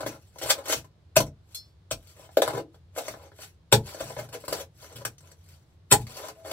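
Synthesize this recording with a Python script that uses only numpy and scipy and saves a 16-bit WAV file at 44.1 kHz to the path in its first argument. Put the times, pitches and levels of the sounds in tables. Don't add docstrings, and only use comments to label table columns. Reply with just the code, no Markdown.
import sys
import numpy as np
from scipy import signal
from scipy.fft import rfft, irfft
from scipy.io import wavfile
from scipy.ndimage import uniform_filter1d

SR = 44100
rng = np.random.default_rng(int(sys.argv[2]) if len(sys.argv) > 2 else 0)


def store_wav(level_fs):
    pcm = np.round(np.clip(np.atleast_2d(level_fs), -1, 1) * 32767)
    wavfile.write(sys.argv[1], SR, pcm.T.astype(np.int16))


def makeup_ratio(level_db):
    decades = np.asarray(level_db, float) / 20
    return 10 ** decades


N = 287532


def ring(x, hz, t60):
    pole = np.exp(2j * np.pi * hz / SR - np.log(1000) / (t60 * SR))
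    gain = np.sqrt(2 - 2 * abs(pole) ** 2)
    return signal.lfilter([gain], [1, -pole], x).imag


def walk(ms):
    position = np.arange(N) / (ms * 0.00091 * SR)
    return np.interp(position, np.arange(N // 20), rng.standard_normal(N // 20))


def grains(spread_db, clump_ms, clump_db):
    noise = rng.standard_normal(N)
    level_db = spread_db * rng.exponential(size=N) + clump_db * walk(clump_ms)
    x = noise * makeup_ratio(level_db)
    return x / np.std(x)


def bandpass(x, order, low_hz, high_hz):
    return signal.sosfilt(signal.butter(order, [low_hz, high_hz], "bandpass", fs=SR, output="sos"), x)


def shape(x, points):
    hz, db = np.transpose(points)
    f = np.maximum(np.fft.rfftfreq(x.shape[-1], 1 / SR), 1)
    y = irfft(rfft(x) * makeup_ratio(np.interp(np.log(f), np.log(hz), db)), x.shape[-1])
    return y / np.std(y)


def add(track, start_s, x):
    i = int(start_s * SR)
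    track[i:i + len(x)] += x[:N - i]


# peak in seconds, grit peak in dB, blade in dB, lead mode in Hz.
CRACKS = [(.414, -33.5, -33.5, 560), (.492, -24.5, -30, 646), (.657, -26, -35.5, 923),
          (2.027, -53.5, -70, 648.6), (2.0707, -44, -68, 642), (2.2904, -63.5, -38.5, 688),
          (2.3705, -16.5, -11, 632), (2.4773, -20.5, -18, 437), (2.5054, -31, -37, 507),
          (2.9627, -37.5, -32, 652), (3.0814, -21, -25, 630), (3.7249, 0.5, -8, 427.2),
          (4.065, -43, -59, 620), (4.166, -50, -26, 590), (4.4802, -17.5, -23.5, 680),
          (4.8434, -37.5, -40, 596), (5.0509, -12, -26, 993), (5.1811, -43.5, -77.5, 670),
          (5.3163, -40.5, -53, 492)]
# [s, dB, dB, Hz].
CRUNCHES = [(.0624, -27, -23, 675), (.3845, -32.5, -48, 544), (.8435, -50, -49, 1013),
            (1.1638, -5.5, -15.5, 622), (1.9106, -17.5, -30, 655), (2.4189, -15.5, -14.5, 485),
            (2.5336, -43, -27.5, 400), (2.7437, -53.5, -51.5, 655), (3.3174, -69, -45.5, 445),
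            (3.732, -14, -13, 390), (4.3276, -36, -49, 500), (4.4488, -37, -61, 557),
            (4.5256, -20, -27.5, 679), (4.9576, -31.5, -51, 476), (6.068, -36.5, -58, 950),
            (6.1684, -35, -38.5, 636), (6.4474, -50.5, -40, 622)]
# [s, dB, dB, Hz].
SCUFFS = [(.008, -33.5, -33.5, 655), (.032, -47, -30.5, 655), (.36, -53, -41.5, 990), (.46, -25, -34, 646),
          (.698, -26, -23.5, 650), (1.16, -19.5, -51, 619), (1.172, -19, -40, 680), (1.205, -21, -20, 299),
          (1.909, -31, -45, 634), (2.195, -65, -46.5, 603), (2.645, -67, -56, 317.5), (3.14, -60, -34, 700),
          (3.39, -63.5, -44.5, 624), (3.72, -23, -33, 608), (3.947, -31, -36, 700), (4.29, -43, -45, 610),
          (4.44, -57, -37, 590), (4.985, -42, -47.5, 380), (5.207, -47, -63, 666),
          (5.914, -14.5, -40.5, 526), (5.942, -40, -21.5, 830), (6.2, -51, -35, 434),
          (6.287, -36, -34, 662), (6.4, -64, -52, 627), (6.515, -24.5, -32, 645)]
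# [s, dB, dB, Hz].
GRINDS = [(.432, -28.5, -32.5, 510), (.509, -11.5, -27, 640), (.585, -43, -40.5, 586), (.73, -16, -30, 926),
          (1.27, -46, -53, 448.3), (2.555, -41.5, -31, 441), (2.578, -43, -30.5, 469.6),
          (2.6, -47, -38, 383), (2.985, -26, -30.5, 696), (3.435, -37, -64.5, 670), (4.01, -28.5, -32, 667),
          (4.106, -58, -39.5, 680), (4.195, -30.5, -33, 596), (4.352, -36.5, -36, 482.4),
          (4.61, -32.5, -47, 560), (5.018, -49, -46, 560), (5.926, -8.5, -23, 1003)]


def contacts(crackle, shake):
    knock_rise_ms = 1.0
    # events, their delay in s, rise in ms and crumbling time in ms
    kinds = [(CRACKS, knock_rise_ms / 1000, knock_rise_ms, 2.6),
             (CRUNCHES, knock_rise_ms / 1000, knock_rise_ms, 7.33),
             (SCUFFS, 0, 2.1, 4),
             (GRINDS, 0, 11, 7)]
    lead_level_db, lead_t60_s = -0.5, 0.024
    grit, force, lead = np.zeros((3, N))
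    for rows, delay_s, rise_ms, fall_ms in kinds:
        for s, grit_db, blade_db, lead_hz in rows:
            peak_s = s + delay_s
            a, b = max(int((peak_s - .06) * SR), 0), min(int((peak_s + .2) * SR), N)
            ms = 1000 * (np.arange(a, b) / SR - peak_s)
            env = np.where(ms < 0, np.exp(-(ms / rise_ms) ** 2), np.exp(-ms / fall_ms))
            push = makeup_ratio(blade_db) * env ** 1.88
            grit[a:b] += makeup_ratio(grit_db - 5.5) * env * crackle[a:b]
            force[a:b] += push * shake[a:b]
            skips = 0.12 * np.cos(2 * np.pi * lead_hz * ms / 1000) + 0.41 * shake[a:b]
            lead[a:b] += makeup_ratio(lead_level_db) * ring(push * skips, lead_hz, lead_t60_s)
    return grit, force, lead


# pitch in Hz, level in dB per Hz.
GRIT_COLOUR = [(710, -34), (1200, -5), (2000, -4.5), (3400, -3.5), (5600, -3.5), (8000, -4.5),
               (9800, -11.5), (12700, -7.5), (15700, -17.5), (16400, -36.5)]


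def gravel(x):
    patch_ms, patch_db = 4.0, 2.8
    edges = np.geomspace(700, 17000, num=12)
    mix = np.zeros(N)
    for low_hz, high_hz in zip(edges, edges[1:]):
        mix += bandpass(x, 2, low_hz, high_hz) * makeup_ratio(patch_db * walk(patch_ms))
    return shape(mix, GRIT_COLOUR)


# pitch in Hz, level in dB, 60 dB decay in seconds.
BLADE_MODES = [(348, -11.5, .07), (481.7, -2, 0.085), (560, -5.5, 0.12), (655, -5, 0.087),
               (700, 4.5, 0.017), (830, -3.5, 0.031), (990, 2, 0.043), (1250, -6, 0.02),
               (1406, -6.5, 0.013), (1697, -17.5, 0.08), (1950, -19, 0.026), (2125, -13.5, 0.024),
               (2860, -17, 0.01), (3160, -25.5, 0.012), (3600, -12.5, 0.01)]


def blade_in_soil(force):
    longest_t60_s = .07
    return sum(makeup_ratio(db - 9.0) * ring(force, hz, min(t60, longest_t60_s)) for hz, db, t60 in BLADE_MODES)


# start in seconds, peak in dB, pitch in Hz, held time in ms.
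CHATTER = [
    (1.166, -6.5, 640.5, 6.5),
    (1.198, -24, 622, 11.8),
    (2.37, -21, 560, 5.6),
    (2.6, -38.5, 331, 52),
    (3.724, -12.5, 386.4, 6.4),
    (3.727, -11.5, 887, 4.8),
    (5.918, -16, 428, 7.3),
    (5.932, -14, 841, 11),
    (6.17, -45, 693, 140),
    (6.36, -46, 654, 94),
]


def chatter():
    out, t = np.zeros(N), np.arange(int(.25 * SR)) / SR
    for s, db, hz, held_ms in CHATTER:
        skips = makeup_ratio(3.9 * walk(5.0)[:len(t)])
        phase_drift = 0.19 * walk(18.0)[:len(t)]
        drive = np.cos(2 * np.pi * hz * t + phase_drift) * skips * (t < held_ms / 1000)
        tone = ring(drive, hz, 0.024)
        add(out, s, makeup_ratio(db) * tone / np.abs(tone).max())
    return out


# start in seconds, held seconds, grit in dB, blade in dB.
SCRAPES = [(0, 0.017, -45.5, -34), (.07, 0.01, -43.5, -41), (.11, 0.037, -53.5, -42.5),
           (0.422, 0.051, -42, -35.5), (0.498, 0.0067, -30, -34), (.76, 0.021, -44.5, -45.5),
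           (.54, 0.072, -57.5, -40), (.66, .02, -45.5, -37), (0.691, 0.025, -29.5, -29.5),
           (2.168, 0.093, -57.5, -52), (2.438, 0.065, -45, -30), (2.531, 0.049, -49.5, -38.5),
           (2.962, 0.15, -46.5, -43), (3.152, 0.12, -61.5, -48.5), (3.862, .13, -49.5, -45),
           (4.03, 0.067, -47.5, -43.5), (4.18, 0.071, -54.5, -44.5), (4.332, 0.021, -48.5, -38.5),
           (4.498, 0.11, -43.5, -35.5), (4.83, 0.032, -51.5, -49), (4.9, .12, -56.5, -50.5),
           (5.231, 0.084, -63.5, -57.5), (6.091, 0.09, -50.5, -47.5), (6.182, 0.11, -47, -40.5),
           (6.359, 0.048, -64.5, -57.5), (6.455, 0.057, -47, -39.5)]
# start in seconds, held seconds, grit in dB.
TRICKLES = [(0.219, 0.0046, -66), (.27, .01, -75.5), (.36, 0.025, -63), (1.52, 0.0088, -64.5),
            (1.571, 0.011, -66), (1.651, 0.028, -76), (1.969, 0.015, -69), (2.028, .01, -71.5),
            (2.09, .02, -57.5), (2.32, 0.044, -65.5), (2.74, 0.018, -75.5), (3.418, 0.01, -46),
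            (3.8, 0.099, -62), (4.12, 0.059, -57.5), (4.4, 0.025, -57), (4.8, 0.0089, -57.5),
            (5.099, 0.0074, -66), (5.38, 0.087, -74), (5.49, 0.054, -62.5), (5.6, 0.14, -81.5),
            (6.0, 0.01, -51.5)]


def slide(crackle, shake):
    scrape_rise_db_s, scrape_fade_db_s = 901, 518.5
    trickle_rise_db_s, trickle_fade_db_s = 301, 302.5
    trickle_blade_db = -5
    dust_loss = 0.29
    rows = [(*row, scrape_rise_db_s, scrape_fade_db_s) for row in SCRAPES]
    rows += [(s, held, db, db + trickle_blade_db, trickle_rise_db_s, trickle_fade_db_s)
             for s, held, db in TRICKLES]
    t = np.arange(N) / SR
    grit, dust, force = np.zeros((3, N))
    for s, held, grit_db, blade_db, rise_db_s, fade_db_s in rows:
        near = slice(max(int((s - .2) * SR), 0), int((s + held + .3) * SR))
        rise_db = np.minimum(rise_db_s * (t[near] - s), 0)
        fade_db = fade_db_s * np.maximum(t[near] - s - held, 0)
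        env = makeup_ratio(rise_db - fade_db)
        grit[near] += makeup_ratio(grit_db) * env
        dust[near] += makeup_ratio(grit_db - dust_loss * (blade_db - grit_db)) * env
        force[near] += makeup_ratio(blade_db) * env
    dull = signal.lfilter(*signal.butter(1, 5000, fs=SR), crackle)
    return grit * dull + dust * (crackle - dull), makeup_ratio(-7.0) * force * shake


# start in seconds, peak in dB, deep boom in dB, ring in seconds.
THUMPS = [(0.031, -41.5, -7, 0.47), (0.43, -45, -12, 0.2), (0.761, -43.5, -26.5, 0.21),
          (1.166, -25.5, -5.5, 0.34), (1.915, -40, 7, 0.15), (2.475, -42, -11.5, 0.17),
          (2.532, -36, -8, 0.22), (3.09, -45, -11.5, 0.26), (3.726, -19, -5, 0.21), (4.007, -44, -14, 1),
          (4.167, -43, -13, 0.69), (4.48, -44, -12.5, 0.57), (4.95, -43, -10.5, 0.49),
          (5.048, -42, -11.5, 0.15), (5.91, -22.5, -11, 0.15), (5.989, -33, -8.0, 0.35)]
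# pitch in Hz, level in dB.
GROUND_MODES = [(50, -2.5), (70, -12.5), (88, 0.5), (120, 3), (146, -0.5), (208, -1), (257, -6)]


def thumps():
    out = np.zeros(N)
    t = np.arange(int(.5 * SR)) / SR
    for s, db, deep_db, t60 in THUMPS:
        push = np.exp(-t / 0.0078) * (1 - np.exp(-t / 0.0058)) * rng.standard_normal(len(t))
        boom = np.zeros(len(t))
        for i, (hz, mode_db) in enumerate(GROUND_MODES):
            mode = ring(push, hz, t60 * (90 / hz) ** 0.2)
            gain = makeup_ratio(mode_db + (deep_db if i == 0 else 0))
            boom += gain * mode / np.abs(mode).max()
        add(out, s, makeup_ratio(db - 5.5) * bandpass(boom, 3, 42, 300))
    return out


# pitch in Hz, level in dB, 60 dB decay in seconds.
FREE_MODES = [(3472, -3, .36), (4177, -2, .19), (4328, -7, .12), (4576, -9, .36), (4870, -11, .15),
              (5329, -11, .22), (6450, -5, .08)]


def flick():
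    start_s, skid_s, tick_db, ring_db = 1.546, .014, -31.5, -36
    out, t = np.zeros(N), np.arange(int(.4 * SR)) / SR
    push = rng.standard_normal(len(t)) * np.exp(-t / skid_s)
    sound = makeup_ratio(tick_db) * bandpass(push, 4, 5900, 14000)
    for hz, db, t60 in FREE_MODES:
        mode = ring(push, hz, t60)
        sound += makeup_ratio(ring_db + db) * mode / mode.max()
    add(out, start_s, sound)
    return out


def room(direct, x):
    low_t60_s, mid_t60_s, high_t60_s = 0.2, 0.1, 0.1
    direct_db = -1.5
    t = np.arange(int(.4 * SR)) / SR
    noise = rng.standard_normal((8, len(t)))
    low = signal.lfilter(*signal.butter(2, 380, fs=SR), noise[:3])
    mid = signal.lfilter(*signal.butter(2, [380, 1000], "bandpass", fs=SR), noise[3:6])
    high = signal.lfilter(*signal.butter(2, 1000, "highpass", fs=SR), noise[6:])
    tail = 0.88 * (low[2] + 0.057 * low[:2]) * makeup_ratio(-60 * t / low_t60_s)
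    tail = tail + 0.47 * (mid[2] + 0.4 * mid[:2]) * makeup_ratio(-60 * t / mid_t60_s)
    tail = tail + high * makeup_ratio(-60 * t / high_t60_s)
    tail = tail * (1 - np.exp(-t / 0.00098))
    tail = tail / np.sqrt(np.sum(tail[0] ** 2))
    heard = makeup_ratio(direct_db) * direct + signal.fftconvolve(x[None], tail, axes=1)[:, :N]
    spectrum = rfft(heard)
    power = np.abs(spectrum) ** 2 / (np.abs(rfft(direct)) ** 2 + 1e-9)
    smooth = uniform_filter1d(np.minimum(power, 8), size=1600)
    smooth = uniform_filter1d(smooth, size=1600)
    return irfft(spectrum / np.sqrt(smooth), N)


# pitch in Hz, level in dB per Hz.
HUM_COLOUR = [(20, -28), (45, -18), (65, -6.5), (88, 4), (115, -8.5), (155, -7), (190, -17.5), (250, -25),
              (330, -21), (1000, -30), (2500, -37.5), (4000, -35.5), (6000, -43), (16000, -57)]


def hum():
    noise = rng.standard_normal((3, N))
    low = signal.lfilter(*signal.butter(1, 500, fs=SR), noise)
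    steps = np.repeat(rng.standard_normal(N // 2000 + 1), 2000)[:N]
    swell = makeup_ratio(0.28 * uniform_filter1d(steps, size=2000))
    hiss = 0.86 * (noise - low)[:2]
    return makeup_ratio(-56) * shape(low[2] * swell + hiss, HUM_COLOUR)


def at_phone(shovel):
    shade_db, lag_samples = 1.2, 4
    treble = signal.lfilter(*signal.butter(1, 900, "highpass", fs=SR), shovel)
    far = shovel - (1 - makeup_ratio(-shade_db)) * treble
    return np.array([shovel, np.roll(far, shift=lag_samples)])


def scene():
    blow_crackle = gravel(grains(spread_db=3.0, clump_ms=1.5, clump_db=3.5))
    blow_grit, blow_force, lead = contacts(blow_crackle, grains(2.7, 1.5, 1.3))
    slide_crackle = gravel(grains(spread_db=2.8, clump_ms=2.5, clump_db=3.0))
    slide_grit, slide_force = slide(slide_crackle, grains(2.0, 6.6, 2.8))
    blade = lead + chatter() + blade_in_soil(blow_force + slide_force)
    blade = signal.sosfilt(signal.butter(4, 310, "highpass", fs=SR, output="sos"), blade)
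    shovel = blow_grit + slide_grit + blade + flick() + thumps()
    port_db = [[3.4], [2.0]]
    return makeup_ratio(port_db) * room(at_phone(shovel), shovel) + hum()


def roll_off(x):
    return signal.sosfilt(signal.butter(12, 16500, fs=SR, output="sos"), x)


def record(dry):
    cut = signal.sosfilt(signal.ellip(6, .3, 30, 15750, fs=SR, output="sos"), dry)
    mix = np.clip(cut, -1, 1)
    return roll_off(mix)


dry = scene()
out = record(dry)
store_wav(out)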